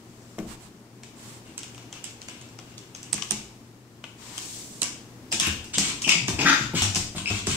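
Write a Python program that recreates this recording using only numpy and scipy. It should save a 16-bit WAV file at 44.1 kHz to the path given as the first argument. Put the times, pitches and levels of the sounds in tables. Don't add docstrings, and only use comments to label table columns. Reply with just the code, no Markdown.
import sys
import numpy as np
from scipy import signal
from scipy.fft import rfft, irfft, next_fast_len
from scipy.io import wavfile
from scipy.ndimage import map_coordinates

SR = 44100
rng = np.random.default_rng(int(sys.argv[2]) if len(sys.argv) > 2 else 0)


def store_pcm(level_fs):
    pcm = np.round(np.clip(level_fs, -1, 1) * 32767).astype(np.int16)
    wavfile.write(sys.argv[1], SR, np.atleast_2d(pcm).T)


N = 333396

# start in seconds, claw level in dB, ring pitch in Hz,
# board tap level in dB, left over right in dB.
CLAW_HITS = [(0.388, -32.5, 2130, -39.5, 18), (1.034, -26.5, 3020, -37.5, 0),
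             (1.5788, -17, 7770, -35, -6.5), (1.632, -21.5, 3190, -32, -3.5),
             (1.7464, -29.5, 3037, -39, -1), (1.779, -32, 3580, -35.5, 0), (1.927, -22.5, 3134, -30.5, 0),
             (2.0415, -15.5, 7715, -57.5, -13), (2.2164, -24, 3290, -35.5, -2),
             (2.2848, -21, 6940, -30.5, -1.5), (2.4132, -30, 6600, -45.5, -1.5),
             (2.4882, -36, 7480, -52.5, -8.5), (2.5885, -29, 5850, -32.5, 9.5),
             (2.7796, -25, 3426, -54.5, -8.5), (2.9489, -21, 6320, -38, 3), (3.03, -22, 8000, -50.5, -2),
             (3.1296, -6.5, 8125, -27.5, -11), (3.1794, -26, 7020, -26.5, -4),
             (3.2223, -13.5, 3093, -26, 8), (3.3086, -5.5, 5700, -21.5, -13),
             (4.0401, -30.5, 2890, -25.5, 8), (4.3794, -14.5, 3158, -32, 2), (4.8187, -6, 4046, -21, -11),
             (4.8299, -8, 7900, -37, -10), (5.3174, -14.5, 4936, -27.5, -2), (5.325, -7, 2804, -23, -9),
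             (5.3992, -3.5, 3298, -27, -3), (5.4698, -14, 2910, -34.5, 11), (5.643, -24, 6890, -44, -4.5),
             (5.7825, -1.5, 8060, -21.5, 0.5), (6.0195, -11.5, 6620, -30.5, -3),
             (6.0767, -12, 2530, -17.5, 3.5), (6.0925, -6.5, 2553, -26, 19.5),
             (6.2812, -8, 6740, -16, -7.5), (6.8204, -4, 5910, -16.5, -1.5),
             (6.8425, -15.5, 6760, -34.5, -7.5), (6.9478, -10, 5630, -25, -0.5),
             (6.9572, -4.5, 4994, -23, -2), (7.181, -27, 3490, -23.5, 14),
             (7.3022, -17.5, 2900, -22.5, 3.5), (7.4693, -8, 8020, -24.5, 0)]
# start in seconds, thump level in dB, boom level in dB, boom pitch in Hz.
PAW_LANDINGS = [(0.382, -27.5, -49.5, 127.8), (3.136, -37, -53, 114), (3.313, -34.5, -43, 118.3),
                (4.818, -38.5, -58, 120.5), (5.327, -35, -44.5, 100.4), (5.412, -36, -43, 123.2),
                (5.469, -30, -29, 81.3), (5.774, -28, -44, 101.8), (5.851, -35.5, -46.5, 112.8),
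                (6.066, -29, -44, 170), (6.148, -35.5, -32.5, 169.2), (6.214, -42.5, -31, 132.6),
                (6.282, -25.5, -28.5, 97.1), (6.387, -32, -32, 148.4), (6.445, -25, -52.5, 165),
                (6.594, -32.5, -30, 115.8), (6.735, -25, -31.5, 102.9), (6.815, -32, -24.5, 98.1),
                (6.96, -29.5, -32, 99.2), (7.149, -31, -37, 101.9), (7.302, -30, -26, 105.5),
                (7.468, -26.5, -28.5, 107.9)]
# pitch in Hz, level in dB, seconds to fade by 60 dB.
BOARD_NOTES = [(157.9, 2, 0.1244), (207.56, 3.5, 0.1585), (240.94, -3.5, 0.2), (289, -0.5, 0.1445),
               (344.64, 1.5, 0.0987), (408.3, -2.5, 0.0873)]
# start and length in seconds, scratch and chatter levels in dB.
SKIDS_AND_RASPS = [(1.926, .05, -52, -48), (2.274, .04, -53, -49), (5.32, 0.016, -26.5, -49.5),
                   (5.399, .089, -37, -29.5), (5.732, 0.0226, -27, -38), (5.79, 0.1182, -31.5, -35.5),
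                   (6.08, 0.0532, -23, -32.5), (6.384, 0.0487, -29, -32.5), (6.498, 0.159, -37, -41),
                   (6.745, 0.0545, -27, -27.5), (6.798, 0.059, -31.5, -50.5), (7.153, 0.045, -36, -40.5),
                   (7.259, 0.148, -36, -39.5), (7.483, 0.0616, -30, -33.5)]
# start, swell time and fade time in seconds, pitch at the loudest
# moment in Hz, glide in Hz per second, level in dB.
PUPPY_YIPS = [(5.732, 0.032, 0.019, 3132, 10000.5, -34), (6.038, 0.0777, .075, 2570, -3900, -22.5),
              (6.385, .013, 0.113, 2492, 301.5, -27), (7.256, .013, .045, 2580, 4500, -27)]
# time in seconds, pitch in Hz, level in dB, mouth opening from 0 to 1.
BARK_SHAPE = [(6.385, 200, -28.5, 0.35), (6.445, 230.3, -28, 0.12), (6.462, 281.5, -22.5, 0.91),
              (6.484, 298.5, -19.5, 0.97), (6.503, 302.9, -16, 0.92), (6.514, 302.3, -34, 1),
              (6.54, 300.3, -21.5, 0.96), (6.566, 278, -42.5, 0.84), (6.585, 265, -56, 0.97)]
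# start and length in seconds, hiss and rub levels in dB,
# left over right in dB.
FUR_BRUSHES = [(0, 0.72, -62, -87.5, 5), (0.464, 0.099, -51.5, -47, -11.5), (0.591, 0.103, -58, -55, -11.5),
               (1.151, 0.261, -51, -52, -5), (4.173, 0.32, -47, -50, 4.5), (4.334, 0.3644, -40.5, -62, 2),
               (4.592, 0.3, -47, -77, -1.5)]

# centre in Hz, width in Hz, level in dB.
# The open mouth's resonances; the last row, at 13100 Hz, is instead a faint high fizz on the bark.
OPEN_MOUTH_AND_FIZZ = [(1294, 169, -2), (1546, 250, -1), (1936, 183, -4.5), (2412, 262, -11),
                       (3580, 460, -13), (4873, 400, -16), (6210, 422, -14.5), (13100, 3000, -56)]
NEARLY_SHUT_MOUTH = [(304.3, 47, 6.5), (860, 173, -2)]
CHATTER_PEAKS = [(1010, 167, -2), (1709, 243, 6), (2185, 197, 0), (2810, 311, 12.5)]

# frequency in Hz, level in dB.
CLAW_CRACK_TONE = [(300, -39), (1300, -13.5), (2800, -2.5), (4200, -4.5), (6000, 3.5), (8000, 1.5),
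                   (10000, -14.5), (12000, -18.5), (16000, -27.5)]
BOARD_TAP_TONE = [(150, -18.5), (400, -2.5), (750, 0), (1200, 5.5), (1700, -2), (3000, 7.5), (7000, -25.5)]
PAD_SLAP_TONE = [(150, -26), (450, 2), (800, -3), (1200, -9), (2200, -15.5), (6000, -28.5)]
FLOOR_RUMBLE_TONE = [(15, -6), (35, -16.5), (60, 0), (90, -13), (200, -47)]
SCRATCH_TONE = [(200, -40), (800, -15), (1500, -4), (3300, 1.5), (4200, -3.5), (5500, -2.5), (7500, 2),
                (9000, -17), (11500, -34), (16000, -53)]
FUR_HISS_TONE = [(200, -7.5), (900, -30), (1600, -14.5), (3000, -4.5), (5500, 0.5), (7800, 6), (10000, -8),
                 (12500, -10.5), (16000, -14.5)]
FUR_RUB_TONE = [(200, -15), (600, -10), (1000, -2), (1500, -8), (2600, -7), (5000, -10.5), (10000, -28)]
AIR_TONE = [(20, -16), (70, -8.5), (120, -1.5), (160, -3), (230, -0.5), (340, -2), (550, -12), (1000, -14),
            (1400, -18), (3500, -23.5), (7500, -23), (10000, -31), (16000, -33)]

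# pitch in Hz, level in dB.
MOTOR_NOTES = [(119, -55.5), (232, -62)]
# time in seconds, level in dB.
AIR_LEVEL = [(0.0, -52.5), (0.38, -52), (0.9, -54.5), (1.3, -50.5), (3.56, -52), (3.84, -55.5),
             (4.46, -50.5), (5.3, -50.5)]
# frequency in Hz, seconds to fade by 60 dB.
ECHO_FADE = [(100, 0.547), (500, 0.614), (1400, 0.462), (3500, 0.502), (8000, 0.4245), (15000, 0.436)]
# frequency in Hz, how alike left and right are from 0 to 1.
STEREO_LIKENESS = [(100, 0.942), (300, 0.971), (650, 0.768), (1400, 0), (3000, 0.0052)]
# frequency in Hz, left over right in dB.
MIC_BALANCE = [(100, 3), (700, 3), (1300, 4.5), (2400, 8), (4200, 5.5), (5400, 7), (6600, 2.5), (8200, -6),
               (10500, -9), (12500, -2), (15500, -5)]

BOLT_S = 5.3


def claws(crack_t60=0.0107, ring_t60=0.0101, tap_t60=0.0366, knock_hz=720.5):
    direct, to_room, t = np.zeros((2, N)), np.zeros(N), clock(0.03)
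    attack = 1 - np.exp(-t / 0.000615)
    snap = coloured(signal.unit_impulse(len(t), 30), CLAW_CRACK_TONE)
    for start, db, ring_hz, board_db, pan_db in CLAW_HITS:
        crack = coloured(noise(len(t)), shifted(CLAW_CRACK_TONE, spread=0.0974))
        crack *= attack * amp(db - 4 - 60 * t / crack_t60)
        ring = np.sin(2 * np.pi * ring_hz * t + 0.205 * wobble(1460, len(t)))
        ring *= attack * amp(db - 5 - 60 * t / ring_t60)
        knock = amp(-8) * np.sin(2 * np.pi * knock_hz * rng.normal(1, 0.0424) * t)
        tap = coloured(noise(len(t)), shifted(BOARD_TAP_TONE, spread=0.044)) + knock
        tap *= attack * amp(board_db - 5 - 60 * t / tap_t60)
        toe = panned(crack + ring, pan_db)
        add(direct, start, apart(toe + tap, lag_s=rng.normal(0, 0.0001554)))
        add(direct, start - rng.uniform(.002, .005), amp(-17) * toe)
        add(direct, start + .0105 * rng.normal(1, .08), amp(-9.5) * toe)
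        room_db = -5.5 if start < BOLT_S else -1
        add(to_room, start, amp(room_db) * (amp(db - 21) * snap + amp(-7) * ring + tap))
    return direct, to_room


def paws(slap_t60=0.106, rumble_t60=0.664, pad_give_s=0.006, swell_s=.025):
    out, t = np.zeros(N), clock(0.92)
    for start, thump_db, boom_db, boom_hz in PAW_LANDINGS:
        boom = np.sin(2 * np.pi * boom_hz * t + 1.05 * wobble(50, len(t)))
        boom *= t / swell_s * np.exp(1 - t / swell_s)
        thump = np.zeros(len(t))
        for hz, db, t60 in BOARD_NOTES:
            fade = amp(db + rng.normal(0, 0.42) - 60 * t / t60)
            thump += fade * np.sin(2 * np.pi * (hz * rng.normal(1, 0.055) * t + rng.random()))
        thump *= 1 - np.exp(-t / pad_give_s)
        slap = coloured(noise(len(t)), PAD_SLAP_TONE)
        slap *= amp(-5.5 - 60 * t / slap_t60) * (1 - np.exp(-t / 0.00119))
        rumble = coloured(noise(len(t)), FLOOR_RUMBLE_TONE)
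        rumble *= amp(-15.5 - 60 * t / rumble_t60) * (1 - np.exp(-t / .02))
        add(out, start, amp(boom_db) * boom + amp(thump_db) * (thump + slap + rumble))
    return out


def skids_and_rasps(clicks_per_s=800, rise_s=.004):
    out = np.zeros(N)
    for start, length, scratch_db, chatter_db in SKIDS_AND_RASPS + drags() + scuffs():
        t = clock(length)
        size = len(t)
        clicks = (rng.random(size) < clicks_per_s / SR) * amp(2.5 * noise(size))
        crackle = clicks + 0.165 * noise(size)
        loudness = arch(size, edge=0.205) * (1 - np.exp(-t / rise_s))
        scratch = amp(scratch_db) * coloured(crackle, shifted(SCRATCH_TONE, spread=.07))
        chatter = amp(chatter_db) * resonate(crackle, CHATTER_PEAKS)
        add(out, start, loudness * (scratch + chatter))
    return out


def drags(length_s=0.0585, base_db=-43.5, growth=0.553):
    return [(start, length_s, base_db + growth * db, base_db + growth * db)
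            for start, db, *_ in CLAW_HITS if start < BOLT_S]


def scuffs(start_s=1.45, end_s=2.95, per_s=3.3, length_s=0.0794, db=-57.5):
    times = np.arange(start_s, end_s, 1 / per_s)
    return [(start + .02 * late, length_s, db + 2 * loud, db + 2 * loud)
            for start, (late, loud) in zip(times, noise((len(times), 2)))]


def yips(onset_db=-11.5, end_db=-18.5, flutter_db=5.0, harmonics_db=(0, -6.5, -21), rasp_per_s=880):
    out = np.zeros(N)
    for start, swell, fade, pitch_hz, glide, db in PUPPY_YIPS:
        t = clock(swell + fade) - swell
        size = len(t)
        effort_db = np.interp(t, [-swell, 0, fade], [onset_db, 0, end_db])
        phase = 2 * np.pi * np.cumsum(pitch_hz + glide * t) / SR
        squeal = np.zeros(size)
        for k, harmonic_db in enumerate(harmonics_db, 1):
            tone = (.9 + wobble(rasp_per_s, size)) * np.sin(k * phase)
            rasp = wobble(rasp_per_s, size) * np.cos(k * phase)
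            squeal += amp(harmonic_db) * (tone + rasp)
        flutter = amp(flutter_db * wobble(334.3, size))
        add(out, start, amp(db + effort_db) * unit(squeal * flutter))
    return out


def bark(pitch_jitter=.06, breath_share=0.656):
    times, *columns = np.transpose(BARK_SHAPE)
    t = times[0] + clock(times[-1] - times[0])
    hz, db, opening = [np.interp(t, times, column) for column in columns]
    size, out = len(t), np.zeros(N)
    cycles = np.cumsum(hz * (1 + pitch_jitter * wobble(250, size))) / SR
    clicks = np.diff(np.floor(cycles), prepend=0)
    pulses = unit(clicks * amp(3.42 * wobble(293.6, size)))
    puffs = unit(noise(size) * np.exp(-2.5 * (cycles % 1)))
    throat = np.sqrt(1 - breath_share) * pulses + np.sqrt(breath_share) * puffs
    mouth_and_fizz = opening * resonate(throat, OPEN_MOUTH_AND_FIZZ)
    muzzle = 0.756 * np.sqrt(1 - opening) * resonate(pulses + .5 * puffs, NEARLY_SHUT_MOUTH)
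    add(out, times[0], amp(db) * (mouth_and_fizz + muzzle))
    return out


def fur_and_cloth():
    out = np.zeros((2, N))
    for start, length, hiss_db, rub_db, pan_db in FUR_BRUSHES:
        size = int(length * SR)
        hiss = amp(hiss_db) * coloured(wide_noise(size), FUR_HISS_TONE)
        rub = amp(rub_db) * coloured(wide_noise(size), FUR_RUB_TONE)
        pressure = arch(size, edge=0.627) * amp(0.7 * wobble(89.2, size))
        add(out, start, panned(pressure * (hiss + rub), pan_db))
    return out


def room(x, rise_s=0.00314):
    out, size = np.zeros((2, N)), SR // 4
    for first in range(0, N, size):
        hz, t, bands = signal.stft(wide_noise(SR * 2 // 3), SR, nperseg=256)
        fade = amp(-60 * t / value_at(ECHO_FADE, hz)[:, None])
        tail = signal.istft(bands * fade, SR, nperseg=256)[1]
        tail *= 1 - np.exp(-np.arange(tail.shape[1]) / SR / rise_s)
        tail /= np.linalg.norm(tail[0])
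        add(out, first / SR, signal.fftconvolve(x[None, first:first + size], tail, axes=1))
    return out


def appliance():
    t, hum = np.arange(N) / SR, np.zeros(N)
    for hz, db in MOTOR_NOTES:
        level = np.sqrt(2) * amp(db + 2.1 * wobble(6.04, N))
        hum += level * np.sin(2 * np.pi * hz * t + .8 * wobble(14, N))
    air_db = np.interp(t, *np.transpose(AIR_LEVEL)) + 3
    return hum + amp(air_db) * coloured(wide_noise(N), AIR_TONE)


def amp(db):
    return 10 ** (np.asarray(db) / 20)


def unit(x):
    return x / np.sqrt(np.mean(x ** 2) + 1e-20)


def clock(seconds):
    return np.arange(int(seconds * SR)) / SR


def noise(shape):
    return rng.standard_normal(shape)


def wobble(per_s, size):
    return map_coordinates(noise(int(size * per_s / SR) + 4), [np.arange(size) * per_s / SR])


def arch(size, edge):
    return np.abs(np.sin(np.linspace(0, np.pi, size))) ** edge


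def value_at(table, hz):
    frequencies, values = np.transpose(table)
    return np.interp(np.log(hz + 1), np.log(frequencies), values)


def filtered(x, response):
    size = x.shape[-1]
    padded = next_fast_len(size + 2048)
    return irfft(rfft(x, padded) * response(np.fft.rfftfreq(padded, 1 / SR)), padded)[..., :size]


def coloured(x, tone):
    return unit(filtered(x, lambda hz: amp(value_at(tone, hz))))


def shifted(tone, spread):
    return np.array(tone) * [np.exp(spread * rng.standard_normal()), 1]


def resonate(x, peaks):
    def response(hz):
        return sum((-1) ** k * amp(db) * 1j * hz * width / (centre ** 2 - hz ** 2 + 1j * hz * width)
                   for k, (centre, width, db) in enumerate(peaks))
    return unit(filtered(x, response))


def wide_noise(size):
    def shares(hz):
        angle = np.arccos(np.clip(value_at(STEREO_LIKENESS, hz), -1, 1)) / 2
        return np.array([np.cos(angle), np.sin(angle)])
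    mid, side = filtered(noise((2, size)), shares)
    return np.array([mid + side, mid - side])


def apart(x, lag_s):
    return filtered(x, lambda hz: np.exp(1j * np.pi * hz * lag_s * np.array([[1], [-1]])))


def panned(x, db):
    return x * amp(db * np.array([[.5], [-.5]]))


def add(track, start_s, sound):
    part = track[..., max(round(start_s * SR), 0):][..., :sound.shape[-1]]
    part += sound[..., :part.shape[-1]]


def scene():
    ticks, ticks_to_room = claws()
    thumps, rough, rustle, voice = paws(), skids_and_rasps(), fur_and_cloth(), yips() + bark()
    direct = amp(-0.5) * thumps + amp(-2) * rough + amp(2.5) * voice
    to_room = (amp(2.5) * ticks_to_room + amp(-4.5) * thumps + amp(2) * rough
               + amp(-8.5) * rustle.mean(axis=0) + amp(2.5) * voice)
    return ticks + amp(1) * rustle + apart(direct, lag_s=-0.0000868) + room(to_room) + appliance()


def record(dry, ceiling=.9, top_hz=15700):
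    heard = filtered(dry, lambda hz: panned(0.9727, value_at(MIC_BALANCE, hz)))
    rounded = heard / (1 + np.abs(heard / ceiling) ** 6) ** (1 / 6)
    return filtered(rounded, lambda hz: hz < top_hz)


dry = scene()
out = record(dry)
store_pcm(out)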